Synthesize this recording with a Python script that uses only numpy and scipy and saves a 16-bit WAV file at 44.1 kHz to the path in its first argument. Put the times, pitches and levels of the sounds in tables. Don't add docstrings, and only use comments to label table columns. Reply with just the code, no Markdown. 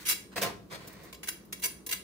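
import sys
import numpy as np
from scipy import signal
from scipy.fft import rfft, irfft
from scipy.io import wavfile

SR = 44100
rng = np.random.default_rng(int(sys.argv[2]) if len(sys.argv) > 2 else 0)


def waveform_to_disk(signal):
    frames = np.transpose(np.atleast_2d(signal))
    scaled = np.clip(frames, -1, 1) * 32767
    samples = np.round(scaled).astype(np.int16)
    wavfile.write(sys.argv[1], SR, samples)


N = 89522


def amp(db):
    return 10 ** (np.asarray(db) / 20)


def unit_rms(x):
    return x / np.sqrt(np.mean(x ** 2) + 1e-20)


def unit_energy(x):
    return x / np.sqrt(np.sum(x ** 2, -1, keepdims=True) + 1e-20)


def interpolated(points, hz):
    f, value = np.transpose(points)
    return np.interp(np.log(hz + 1), np.log(f + 1), value)


def add(mix, start, sound):
    part = mix[:, max(round(start * SR), 0):][:, :sound.shape[1]]
    part += sound[:, :part.shape[1]]


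def octaves(hz):
    return np.log2(np.maximum(hz, 500) / 6000)


# (frequency [Hz], correlation [-1..1])
CORRELATION = [(50, 1), (130, 0.91), (300, 0.63), (600, 0.78), (1100, 0.061), (16000, 0.024)]


def paired(x):
    z, hz = rfft(x), np.fft.rfftfreq(x.shape[1], 1 / SR)
    same = np.clip(interpolated(CORRELATION, hz), -1, 1)
    right = same * z[0] + np.sqrt(1 - same ** 2) * z[1]
    return irfft(np.array([z[0], right]), x.shape[1])


def coloured(x, spectrum, tilt_db=0):
    hz = abs(np.fft.fftfreq(4096, 1 / SR))
    log_gain = np.log(amp(interpolated(spectrum, hz) + tilt_db * octaves(hz)))
    taps = np.fft.ifft(np.exp(np.conj(signal.hilbert(log_gain)))).real
    causal = taps[None, :len(taps) // 2]
    return signal.fftconvolve(x, causal, axes=1)[:, :x.shape[1]]


REFLECTIONS_DB, REFLECTIONS_DECAY_S = 9, 0.0016


def scattered(x):
    t = np.arange(1024) / SR
    echoes = paired(rng.standard_normal((2, len(t)))) * np.exp(-t / REFLECTIONS_DECAY_S)
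    taps = amp(REFLECTIONS_DB) * unit_energy(echoes)
    taps[:, 0] += 1
    return signal.fftconvolve(x[None], taps, axes=1)[:, :len(x)]


CATCH_S = 0.003


def fractures(length, attack, release, rate, spread_db, catch_db, spots=3):
    t = np.arange(32768) / SR
    hold_and_release = np.exp(-np.maximum(t - length, 0) / release)
    envelope = np.minimum(t / attack, 1) * hold_and_release
    catches = np.interp(t / CATCH_S, np.arange(len(t)), rng.standard_normal(len(t)))
    spread = np.minimum(rng.exponential(1, len(t)), 4)
    size = amp(spread_db * spread + catch_db * catches)
    happens = rng.random(len(t)) < rate / SR
    sign = rng.choice([-1., 1.], len(t))
    snaps = size * envelope * happens * sign
    spot = rng.integers(0, spots, len(t))
    stereo = sum(scattered(snaps * (spot == k)) for k in range(spots))
    return stereo, np.linalg.norm(envelope)


def ring(drive, hz, t60):
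    r = np.exp(-np.log(1000) / (t60 * SR))
    poles = [1, -2 * r * np.cos(2 * np.pi * hz / SR), r * r]
    return unit_energy(signal.lfilter([1, 0, -1], poles, drive))


# (frequency [Hz], relative density [dB per Hz])
VENTILATION = [(20, -51), (36, -1), (55, -5.5), (80, -3.5), (130, -3.5), (185, 4.5), (245, -3), (310, 2),
               (410, -1), (520, -8.5), (750, -17.5), (1100, -14.5), (2200, -28), (4500, -28.5),
               (9000, -32.5), (16000, -30)]
VENTILATION_DB = -54
# (frequency [Hz], rms level before the low cut [dB])
APPLIANCE_HUM = [(59.5, -64.5), (192, -64.5)]


def background():
    hz, t = np.fft.rfftfreq(N, 1 / SR), np.arange(N) / SR
    noise = paired(rng.standard_normal((2, N)))
    air = irfft(rfft(noise) * amp(interpolated(VENTILATION, hz)), N)
    hum = np.zeros(N)
    for f, db in APPLIANCE_HUM:
        hum += amp(db) * np.sqrt(2) * np.sin(2 * np.pi * (f * t + rng.random()))
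    return amp(VENTILATION_DB) * unit_rms(air) + hum


CRUMBS_PER_S, CRUMB_SPREAD_DB, TOUCH_CATCH_DB = 6000, 3, 0.4
TOUCH_RELEASE_S = 0.015
# (start [s], length [s], attack [s], crunch level [dB], crunch tilt [dB/octave], tray level [dB])
BREAD_TOUCHES = [(0, 0.039, 0.00067, -48, 2, -66), (.312, 0.023, .015, -53, -2, -65),
                 (0.357, 0.026, 0.006, -32.5, 0, -35), (0.413, 0.024, 0.0049, -26.5, 2, -30),
                 (0.442, 0.029, 0.006, -39, -1.2, -34), (.485, 0.015, .004, -46, -19, -44.5),
                 (0.696, 0.061, 0.029, -43.5, -0.9, -45.5), (0.772, 0.12, 0.024, -54, -1, -58.5),
                 (0.869, .012, 0.0085, -38.5, 7.5, -55), (.89, .21, 0.0087, -57, -1.5, -59.5),
                 (0.925, 0.011, 0.0025, -46, 8.5, -60), (1.028, 0.024, 0.0036, -50, 7, -53.5)]
# (frequency [Hz], relative density [dB per Hz])
CRUNCH_SPECTRUM = [(100, -7), (500, -11), (1000, -0.5), (1400, 2), (2100, 0), (3000, -4.5), (4200, -4),
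                   (6000, -8.5), (9000, -11.5), (13000, -15), (16000, -11)]
# (frequency [Hz], t60 [s], relative level [dB])
TRAY_MODES = [(115, .2, -13), (180, .25, -7), (205, .2, -6), (310, .12, -9), (405, .18, -4),
              (490, .23, -4.5), (564, .18, -3), (645, .12, -2), (686, .14, -4), (928, .16, -13),
              (1041, .19, -4), (1110, .14, -11), (1658, .2, -14), (1865, .2, -15), (2190, .14, -12)]
# (frequency [Hz], relative density [dB per Hz])
THUD_SPECTRUM = [(30, -23), (80, -41), (180, 1), (260, -26), (450, 10), (700, -4), (1200, -0.5),
                 (4000, -42), (16000, -69)]
TRAY_MODES_DB, THUD_DB = -8.5, -9


def bread():
    out = np.zeros((2, N))
    for start, length, attack, crunch_db, tilt_db, tray_db in BREAD_TOUCHES:
        release = min(TOUCH_RELEASE_S, length * .5)
        snaps, strength = fractures(length, attack, release, CRUMBS_PER_S, CRUMB_SPREAD_DB, TOUCH_CATCH_DB)
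        crunch = unit_energy(coloured(snaps, CRUNCH_SPECTRUM, tilt_db))
        tray = sum(amp(TRAY_MODES_DB + db) * ring(snaps, hz, t60) for hz, t60, db in TRAY_MODES)
        thud = amp(THUD_DB) * unit_energy(coloured(snaps, THUD_SPECTRUM))
        sound = amp(crunch_db) * crunch + amp(tray_db) * (tray + thud)
        add(out, start, strength * sound)
    return out


# (frequency [Hz], t60 [s])
REVERBERATION = [(100, 0.96), (500, 0.45), (1500, 0.36), (4000, 0.36), (9000, 0.29), (16000, 0.23)]
TAIL_DB, TAIL_RISE_S = -8.5, 0.0033


def kitchen(x):
    noise = paired(rng.standard_normal((2, SR)))
    hz, t, z = signal.stft(noise, SR, nperseg=256)
    decay = amp(-60 * t / interpolated(REVERBERATION, hz)[:, None])
    tail = signal.istft(z * decay, SR, nperseg=256)[1]
    tail *= np.minimum(np.arange(tail.shape[1]) / SR / TAIL_RISE_S, 1) ** 2
    return signal.fftconvolve(x, unit_energy(tail), axes=1)[:, :N]


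SLIP_ATTACK_S, SLIP_RELEASE_S = 0.0016, 0.0048
FRACTURES_PER_S, FRACTURE_SPREAD_DB, SLIP_CATCH_DB = 9000, -2.5, 2
# (start [s], length [s], level [dB], treble tilt [dB/octave],
# contact [0 = edge .. 1 = flat side], knock into the tray relative to the slip level [dB])
BLADE_SLIPS = [(0.051, 0.014, -39.5, -1, 1, -29), (.061, 0.044, -31.5, 1, 0, -36),
               (0.085, 0.018, -27, 1, 1, -31), (0.103, 0.025, -29.5, -1, 0.55, -28),
               (1.126, 0.0037, -43, -2.9, 0.62, -4.5), (1.141, 0.0087, -50, -2.5, 0.78, -10),
               (1.23, 0.012, -42.5, -2.6, 0.18, -21), (1.255, 0.0086, -51.5, 0.5, 0.15, -19),
               (1.272, 0.0047, -38.5, -0.5, 0.2, -26), (1.282, 0.0076, -29.5, 0.26, 0.049, -27),
               (1.448, 0.0054, -62.5, 5, 0.48, -26), (1.524, 0.0067, -34, -1.5, 0.56, -15.5),
               (1.595, .005, -49, 2, 0.27, -27), (1.619, .006, -43, 2, .1, -14),
               (1.624, 0.01, -36.5, -0.5, 0.079, -23), (1.636, 0.024, -28.5, 0.94, 0.02, -21.5),
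               (1.863, 0.0038, -34.5, 1.9, 0.46, -14.5), (1.89, 0.0037, -33.5, -0.4, 0.11, -12.5),
               (1.909, 0.012, -32.5, .3, .2, -20), (1.924, 0.0083, -27.5, -1, 0.2, -20)]
# (frequency [Hz], relative density [dB per Hz])
CRUST_SPECTRUM = [(100, -33), (400, -10), (750, -11.5), (1250, -2.5), (2500, 6), (5000, 5), (7000, 2.5),
                  (8100, 3.5), (9000, 8), (11000, 0.5), (14000, 11), (16000, -23)]
# (frequency [Hz], t60 [s], relative level on the edge [dB], relative level on the flat side [dB])
PRESSED_BLADE = [(1690, .05, -15, -15), (2050, .025, -7, -16), (2250, .028, -1, -7), (2770, .035, -4, -8),
                 (3330, .025, -10, -8), (3950, .06, -12, -3), (4620, .035, -7, -7), (5272, .07, -13, -3),
                 (6025, .04, -2, -6), (6700, .03, -11, -8), (7310, .06, -18, -8), (7530, .035, -9, -10),
                 (8560, .025, -8, -7), (10175, .045, 1, -4), (10430, .06, -10, -3), (12050, .04, -6, -2),
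                 (13420, .04, -7, -2), (13680, .04, -7, -10), (13920, .05, -15, -7), (15125, .032, 0, -2)]
# (frequency [Hz], t60 [s], relative level on the edge [dB], relative level on the flat side [dB])
FREED_BLADE = [(1696, .35, -9, -12), (2218, .25, -9, -7), (2262, .27, -3, -9), (3935, .22, -8, -2),
               (5272, .17, -13, -1), (6045, .22, -5, -8), (7310, .16, -16, -4), (8735, .58, -26, -6),
               (9438, .33, -.5, -16), (10165, .19, -3, -9), (10430, .22, -2, -3), (13430, .16, -9, -4),
               (15110, .15, -2, -3)]
# (frequency [Hz], t60 [s], relative level [dB])
RACK_KNOCK = [(462, 0.051, -4), (685.5, 0.029, -9), (1049, 0.074, -2)]
CRUST_DB, PRESSED_DB, FREED_DB = -3.5, -9, -18


def knife():
    out = np.zeros((2, N))
    for start, length, db, tilt_db, flat, knock_db in BLADE_SLIPS:
        snaps, strength = fractures(length, SLIP_ATTACK_S, SLIP_RELEASE_S, FRACTURES_PER_S,
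                                    FRACTURE_SPREAD_DB, SLIP_CATCH_DB)
        flat = np.clip(flat, 0, 1)
        sound = amp(CRUST_DB) * unit_energy(coloured(snaps, CRUST_SPECTRUM, tilt_db))
        for modes, modes_db in ((PRESSED_BLADE, PRESSED_DB), (FREED_BLADE, FREED_DB)):
            for hz, t60, edge_db, flat_db in modes:
                contact_db = edge_db + flat * (flat_db - edge_db)
                mode_db = modes_db + contact_db + tilt_db * octaves(hz)
                sound += amp(mode_db) * ring(snaps, hz, t60)
        for hz, t60, mode_db in RACK_KNOCK:
            sound += amp(knock_db + mode_db) * ring(snaps, hz, t60)
        add(out, start, amp(db) * strength * sound)
    return out


PUSH_ATTACK_S, PUSH_RELEASE_S = 0.028, 0.014
# (start [s], length [s], level [dB])
HAND_PUSHES = [(.57, 0.051, -56.5), (0.704, 0.123, -55), (.83, 0.18, -60)]
# (frequency [Hz], relative density [dB per Hz])
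RUMBLE_SPECTRUM = [(25, -20), (55, -12), (105, 0.5), (170, 5), (260, -7), (500, -10), (1500, -26),
                   (16000, -94)]


def pushes():
    out = np.zeros((2, N))
    for start, length, db in HAND_PUSHES:
        snaps, strength = fractures(length, PUSH_ATTACK_S, PUSH_RELEASE_S, CRUMBS_PER_S,
                                    CRUMB_SPREAD_DB, TOUCH_CATCH_DB)
        rumble = unit_energy(coloured(snaps, RUMBLE_SPECTRUM))
        add(out, start, amp(db) * strength * rumble)
    return out


def scene():
    near = bread() + knife() + pushes()
    return background() + near + amp(TAIL_DB) * kitchen(near)


LOW_CUT_HZ, BAND_LIMIT_HZ = 49.4, 15780


def record(dry):
    low_cut = signal.butter(4, LOW_CUT_HZ, "high", fs=SR, output="sos")
    cut = signal.sosfilt(low_cut, dry)
    band_limit = signal.firwin(511, BAND_LIMIT_HZ, window=("kaiser", 9), fs=SR)
    return signal.oaconvolve(cut, band_limit[None], "same")


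dry = scene()
out = record(dry)
waveform_to_disk(out)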